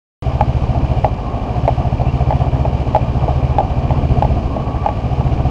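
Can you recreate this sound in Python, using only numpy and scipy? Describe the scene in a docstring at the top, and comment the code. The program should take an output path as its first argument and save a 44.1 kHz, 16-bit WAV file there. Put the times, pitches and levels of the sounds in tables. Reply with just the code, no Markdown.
"""A country road, heard from the helmet of a rider on a twin-cylinder motorcycle at low revs.
The exhaust throbs in paired puffs over ticking valves, wind and tyre rush. Four times the throttle
eases and the throb softens; in the two deepest dips the gears whine. The machine squeaks once.
A loose horse trots just ahead, its hooves clopping on the asphalt. It all cuts in after a short silence."""
import sys
import numpy as np
from scipy import signal
from scipy.fft import rfft, irfft, next_fast_len
from scipy.io import wavfile
from scipy.ndimage import map_coordinates

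SR = 44100
rng = np.random.default_rng(int(sys.argv[2]) if len(sys.argv) > 2 else 0)


def log_audio(samples):
    """Write samples as a 16-bit WAV file to the path given in sys.argv[1]."""
    # one column per channel
    frames = np.atleast_2d(samples).T
    # limit to full scale, then quantise
    limited = np.clip(frames, -1, 1)
    pcm = np.round(limited * 32767).astype(np.int16)
    wavfile.write(sys.argv[1], SR, pcm)


N = 242550


def amp(db):
    """Turn decibels into a number to multiply by."""
    return 10 ** (np.asarray(db) / 20)


def unit(x):
    """Scale a sound so that its average level (rms) is 1."""
    return x / np.sqrt(np.mean(x ** 2) + 1e-20)


def curve(rows):
    """Join (time, value) points with straight lines, one value per sample."""
    times, values = np.transpose(rows)
    return np.interp(np.arange(N) / SR, times, values)


def wobble(rate):
    """A smooth random curve through rate points a second."""
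    points = rng.standard_normal(int(N * rate / SR) + 4)
    return map_coordinates(points, [np.arange(N) * rate / SR])


def noise():
    """Fresh white noise."""
    return rng.standard_normal(N)


def filtered(x, response):
    """Multiply each frequency in x by response(frequency)."""
    size = next_fast_len(N + SR // 2)
    return irfft(rfft(x, size) * response(np.fft.rfftfreq(size, 1 / SR)), size)[:N]


def colour(x, spectrum):
    """Shape the tone of x with (frequency [Hz], level [dB]) points, at average level 1."""
    freqs, db = np.transpose(spectrum)
    return unit(filtered(x, lambda hz: amp(np.interp(np.log(hz + 1), np.log(freqs), db, right=-np.inf))))


def since(start):
    """Seconds since start at every sample, 0 before it."""
    return np.maximum(np.arange(N) / SR - start, 0)


def swell(start, length, rise_s, fall_s):
    """A curve that rises from 0 to 1, holds and falls back."""
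    t = since(start)
    return np.clip(np.minimum(t / rise_s, (length - t) / fall_s), 0, 1)


def burst(t, hz, rise_s):
    """The ring of something struck: it swells to 1 in rise_s and dies away."""
    age = np.maximum(t, 0) / rise_s
    return age ** 2 * np.exp(2 - 2 * age) * np.sin(2 * np.pi * hz * t)


def whistle(hz, waver, flutter_db):
    """An unsteady tone that follows a pitch curve."""
    phase = 2 * np.pi * np.cumsum(hz * (1 + waver * wobble(110))) / SR
    return amp(flutter_db * wobble(30)) * np.sin(phase)


def firings(cycle, rate, scatter_db):
    """One firing a cycle: the seconds from the nearest one, and its random size."""
    count = np.round(cycle).astype(int)
    size = amp(scatter_db * rng.standard_normal(np.ptp(count) + 1))
    return (cycle - count) / rate, size[count - count.min()]


def exhaust(cycle, rate):
    """Two cylinders fire about half a turn apart, then rest; each puff shakes the silencer and rasps."""
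    base_hz, base_width_s, rasp_width_s = 98, 0.004, 0.0036
    drop_db = throttle_drop()
    # weak firings push the gas out more slowly, so they sound deeper, and they stumble
    gas_speed = amp(0.19 * (0.5 - drop_db))
    stumble = np.clip(0.007 * (drop_db - 2), 0, 0.03) * wobble(25)
    boom, gas = np.zeros(N), np.zeros(N)
    for place_in_cycle, db in [(0.757, -1), (0.99, 0)]:
        t, size = firings(cycle + stumble - place_in_cycle, rate, scatter_db=0.63)
        puff = np.exp(-0.5 * (gas_speed * t / base_width_s) ** 2)
        boom -= amp(db) * size * puff * np.sin(2 * np.pi * base_hz * gas_speed * t)
        gas += size * np.exp(-0.5 * (t / rasp_width_s) ** 2)
    # each puff repeats faintly in the exhaust pipe
    pipe_echo = amp(-9) * np.interp(np.arange(N) - 0.01454 * SR, np.arange(N), boom)
    # tone of the rushing gas: (frequency [Hz], level [dB])
    rasp_tone = [(130, -18.5), (200, -3.5), (260, -2), (340, -16), (480, -13.5), (620, -3), (730, 6),
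                 (860, -16), (1000, -27), (1400, -22.5), (3000, -59)]
    rasp = colour(gas * noise(), rasp_tone)
    return amp(-drop_db) * (amp(-15.48) * unit(boom + pipe_echo) + amp(-29.5) * rasp)


def valves(cycle):
    """The engine's moving parts hiss in time with the firings; ticking valves make its casing ring."""
    # tone of the hiss: (frequency [Hz], level [dB])
    hiss_tone = [(1000, -14.5), (1500, -6), (2050, -8.5), (2400, 0), (2620, -5), (2950, -1.5), (3500, -12),
                 (5000, -12.5), (5500, -17.5), (6600, -20.5), (8400, -31), (11000, -37), (13500, -43),
                 (16000, -70.5)]
    swell_db = 0.52 * np.cos(2 * np.pi * (cycle - 0.95)) + 0.5 * wobble(12) + 0.88 * wobble(200)
    hiss = amp(swell_db) * colour(noise(), hiss_tone)
    # four loosely timed ticks a cycle, hardest shortly before the firings
    ticks = np.diff(np.floor(4 * (cycle + 0.03 * wobble(40))), prepend=0) > 0
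    tick_db = 3.5 * np.cos(2 * np.pi * (cycle - 0.65)) + 3 * np.minimum(noise(), 1.5)
    t = np.arange(SR // 20) / SR
    ring = burst(t, hz=2377, rise_s=0.0032) + amp(-4.5) * burst(t, hz=2714, rise_s=0.0028)
    casing = unit(signal.fftconvolve(ticks * amp(tick_db), ring)[:N])
    return amp(-0.37 * throttle_drop()) * (amp(-42.2) * hiss + amp(-48.5) * casing)


def wind():
    """Gusts of wind buffet the helmet with a low rumble."""
    # strength of the wind: (time [s], relative level [dB])
    gusts = [(0.4, -29.5), (0.8, -24), (1.15, -28.5), (1.35, -25.5), (1.65, -29), (2.45, -25), (3.7, -26),
             (4.15, -20.5), (4.9, -28), (5.5, -23)]
    # tone of the rumble: (frequency [Hz], level [dB])
    rumble_tone = [(15, -10), (40, 2), (110, -1), (180, -4.5), (260, -4.5), (340, -11), (500, -13),
                   (900, -41), (2000, -55.5)]
    return amp(curve(gusts) + 3 + 0.62 * wobble(12)) * colour(noise(), rumble_tone)


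def road_rush():
    """The tyres and the engine keep up a hollow rush."""
    # tone of the rush: (frequency [Hz], level [dB])
    rush_tone = [(250, -3), (450, -5.5), (700, 2.5), (850, -1), (1000, -7), (1170, -6), (1350, -21),
                 (2000, -25.5), (4000, -57)]
    level_db = -27.5 + 0.6 * wobble(3) + 1.5 * wobble(30)
    return amp(level_db) * colour(noise(), rush_tone)


def shoe_crack(t):
    """A horseshoe hits the asphalt with a short, bright snap of noise."""
    # tone of the crack: (frequency [Hz], level [dB])
    crack_tone = [(500, -40), (1100, 3), (2500, 4.5), (3300, -6.5), (4800, -15.5), (8000, -28),
                  (12000, -33.5), (16000, -45.5)]
    freqs, db = np.transpose(crack_tone)
    gain = amp(np.interp(np.log(np.fft.rfftfreq(len(t), 1 / SR) + 1), np.log(freqs), db))
    grit = unit(irfft(rfft(rng.standard_normal(len(t))) * gain, len(t)))
    rise = 1 - np.exp(-(t / 0.0011) ** 2)
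    return rise * amp(-60 * t / 0.024) * grit


def hoof(force_db, base_hz):
    """A hoof cracks on the road, knocks once and rings hollow; the hedge scatters a faint echo."""
    # the hollow ring of a hoof: (frequency [Hz], level [dB], time to its peak [s])
    rings = [(810.6, 2, 0.0048), (653, -3, 0.0048), (763, -6, 0.0084)]
    t = np.arange(SR // 8) / SR
    landed = t - 0.0008  # the full weight follows the first touch
    knock = burst(landed, 0.887 * base_hz, rise_s=0.0017)
    hollow = np.zeros(len(t))
    for hz, db, rise_s in rings:
        stray_db, stray_percent = rng.standard_normal(2)
        hollow += amp(db + stray_db) * burst(landed, hz * (1 + stray_percent / 100), rise_s)
    hedge = amp(-60 * t / 0.17) * rng.standard_normal(len(t))
    echo = signal.fftconvolve(knock, hedge)[:len(t)]
    # soft steps sound a little more hollow; hard steps crack more
    clop = knock + amp(-8 - 0.15 * force_db) * hollow + amp(-13.5) * echo / np.abs(echo).max()
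    crack = amp(-18.5 + 1.3 * force_db) * shoe_crack(t)
    return amp(force_db + 0.34) * clop / np.abs(clop).max() + crack


def horse():
    """Hooves land in diagonal pairs, loud and soft by turns; a hoof that lands late knocks lower."""
    # beats of the trot; a size of 0 means both hooves land as one:
    # (time [s], force [dB], base pitch [Hz], second hoof's delay [s], its size [times the first])
    beats = [(0.408, 0, 862, 0.019, .15), (0.747, -14, 690, 0, 0), (1.044, 0, 805, 0.014, 0.24),
             (1.371, -18, 710, 0.0037, 0), (1.677, 0, 753, 0.01, 0.47), (2.01, -11.5, 640, 0, 0.034),
             (2.305, -4, 830, 0.019, 0.65), (2.65, -8, 690, 0, 0.022), (2.947, 0, 855, 0.014, 0.99),
             (3.279, -8, 686, 0, 0.034), (3.583, -0.5, 810, .019, 0.52), (3.905, -7, 834, 0.0069, 0),
             (4.222, -1, 850, 0.024, 0.41), (4.563, -11, 690, 0.0043, 0), (4.86, -2.5, 864, 0.027, 0.65),
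             (5.207, -13.5, 840, 0, 0.25)]
    steps = [(start, db, hz) for start, db, hz, _, _ in beats]
    for start, db, hz, delay, size in beats:
        if size > 0:
            steps.append((start + delay, db + 20 * np.log10(size), 0.888 * hz))
    out = np.zeros(N + SR)
    for start, db, hz in steps:
        step = hoof(db, hz)
        out[round(start * SR):][:len(step)] += step
    return out[:N]


def throttle_drop():
    """How many dB the exhaust drops as the rider closes the throttle, holds it and opens it again."""
    # each easing off: (time [s], time until it starts to reopen [s], drop [dB])
    ease_offs = [(1.04, 0.37, 6), (2.78, 0.24, 2.5), (3.48, .2, 4), (4.36, 0.59, 5)]
    close_s, reopen_s = 0.13, 0.22
    return sum(db * swell(start, wait + reopen_s, close_s, reopen_s) for start, wait, db in ease_offs)


def gears():
    """While the rolling bike drives the engine, the gear teeth whine, starting low and settling higher."""
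    # each whine: (time [s], length [s], level [dB])
    whines = [(1.208, 0.26, -33.5), (4.47, .57, -34.5)]
    settled_hz, sag_hz, settle_s = 1143, 110, 0.1
    out = np.zeros(N)
    for start, length, db in whines:
        hz = settled_hz - sag_hz * np.exp(-since(start) / settle_s)
        tone = whistle(hz, waver=0.022, flutter_db=2.2)
        out += amp(db) * swell(start, length, rise_s=0.06, fall_s=0.13) * tone
    return out


def squeak():
    """Something on the machine gives one brief, rough, rising squeak."""
    start_s, length_s, start_hz, climb_hz_per_s = 2.06, 0.055, 2380, 8500
    hz = start_hz + climb_hz_per_s * np.minimum(since(start_s), length_s)
    tone = whistle(hz, waver=0.04, flutter_db=3)
    return amp(-37.5) * swell(start_s, length_s, rise_s=0.008, fall_s=0.017) * tone


def scene():
    """Add the motorcycle, the wind, the road and the horse into one channel."""
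    # how fast the engine spins: (time [s], speed [turns a minute])
    revs = [(0.55, 1686), (0.9, 1745), (1.25, 1557), (1.6, 1655), (1.98, 1658), (2.4, 1887), (2.98, 1673),
            (3.42, 1758), (4.3, 1819), (4.5, 1519), (4.75, 1634), (5.0, 1614), (5.2, 1780)]
    rate = curve(revs) / 120  # cycles a second: a four-stroke cycle takes two turns
    cycle = np.cumsum(rate) / SR
    motorcycle = exhaust(cycle, rate) + valves(cycle) + gears() + squeak()
    return (motorcycle + wind() + road_rush() + horse())[None]


def record(dry):
    """The sound starts abruptly, its loudest peaks are flattened and the highest treble is cut."""
    start_s, top_hz = 0.2235, 15700
    sound = dry[0] * (np.arange(N) / SR >= start_s)
    flattened = sound / (1 + np.abs(sound) ** 10) ** (1 / 10)
    return filtered(flattened, lambda hz: hz < top_hz)[None]


dry = scene()
out = record(dry)
log_audio(out)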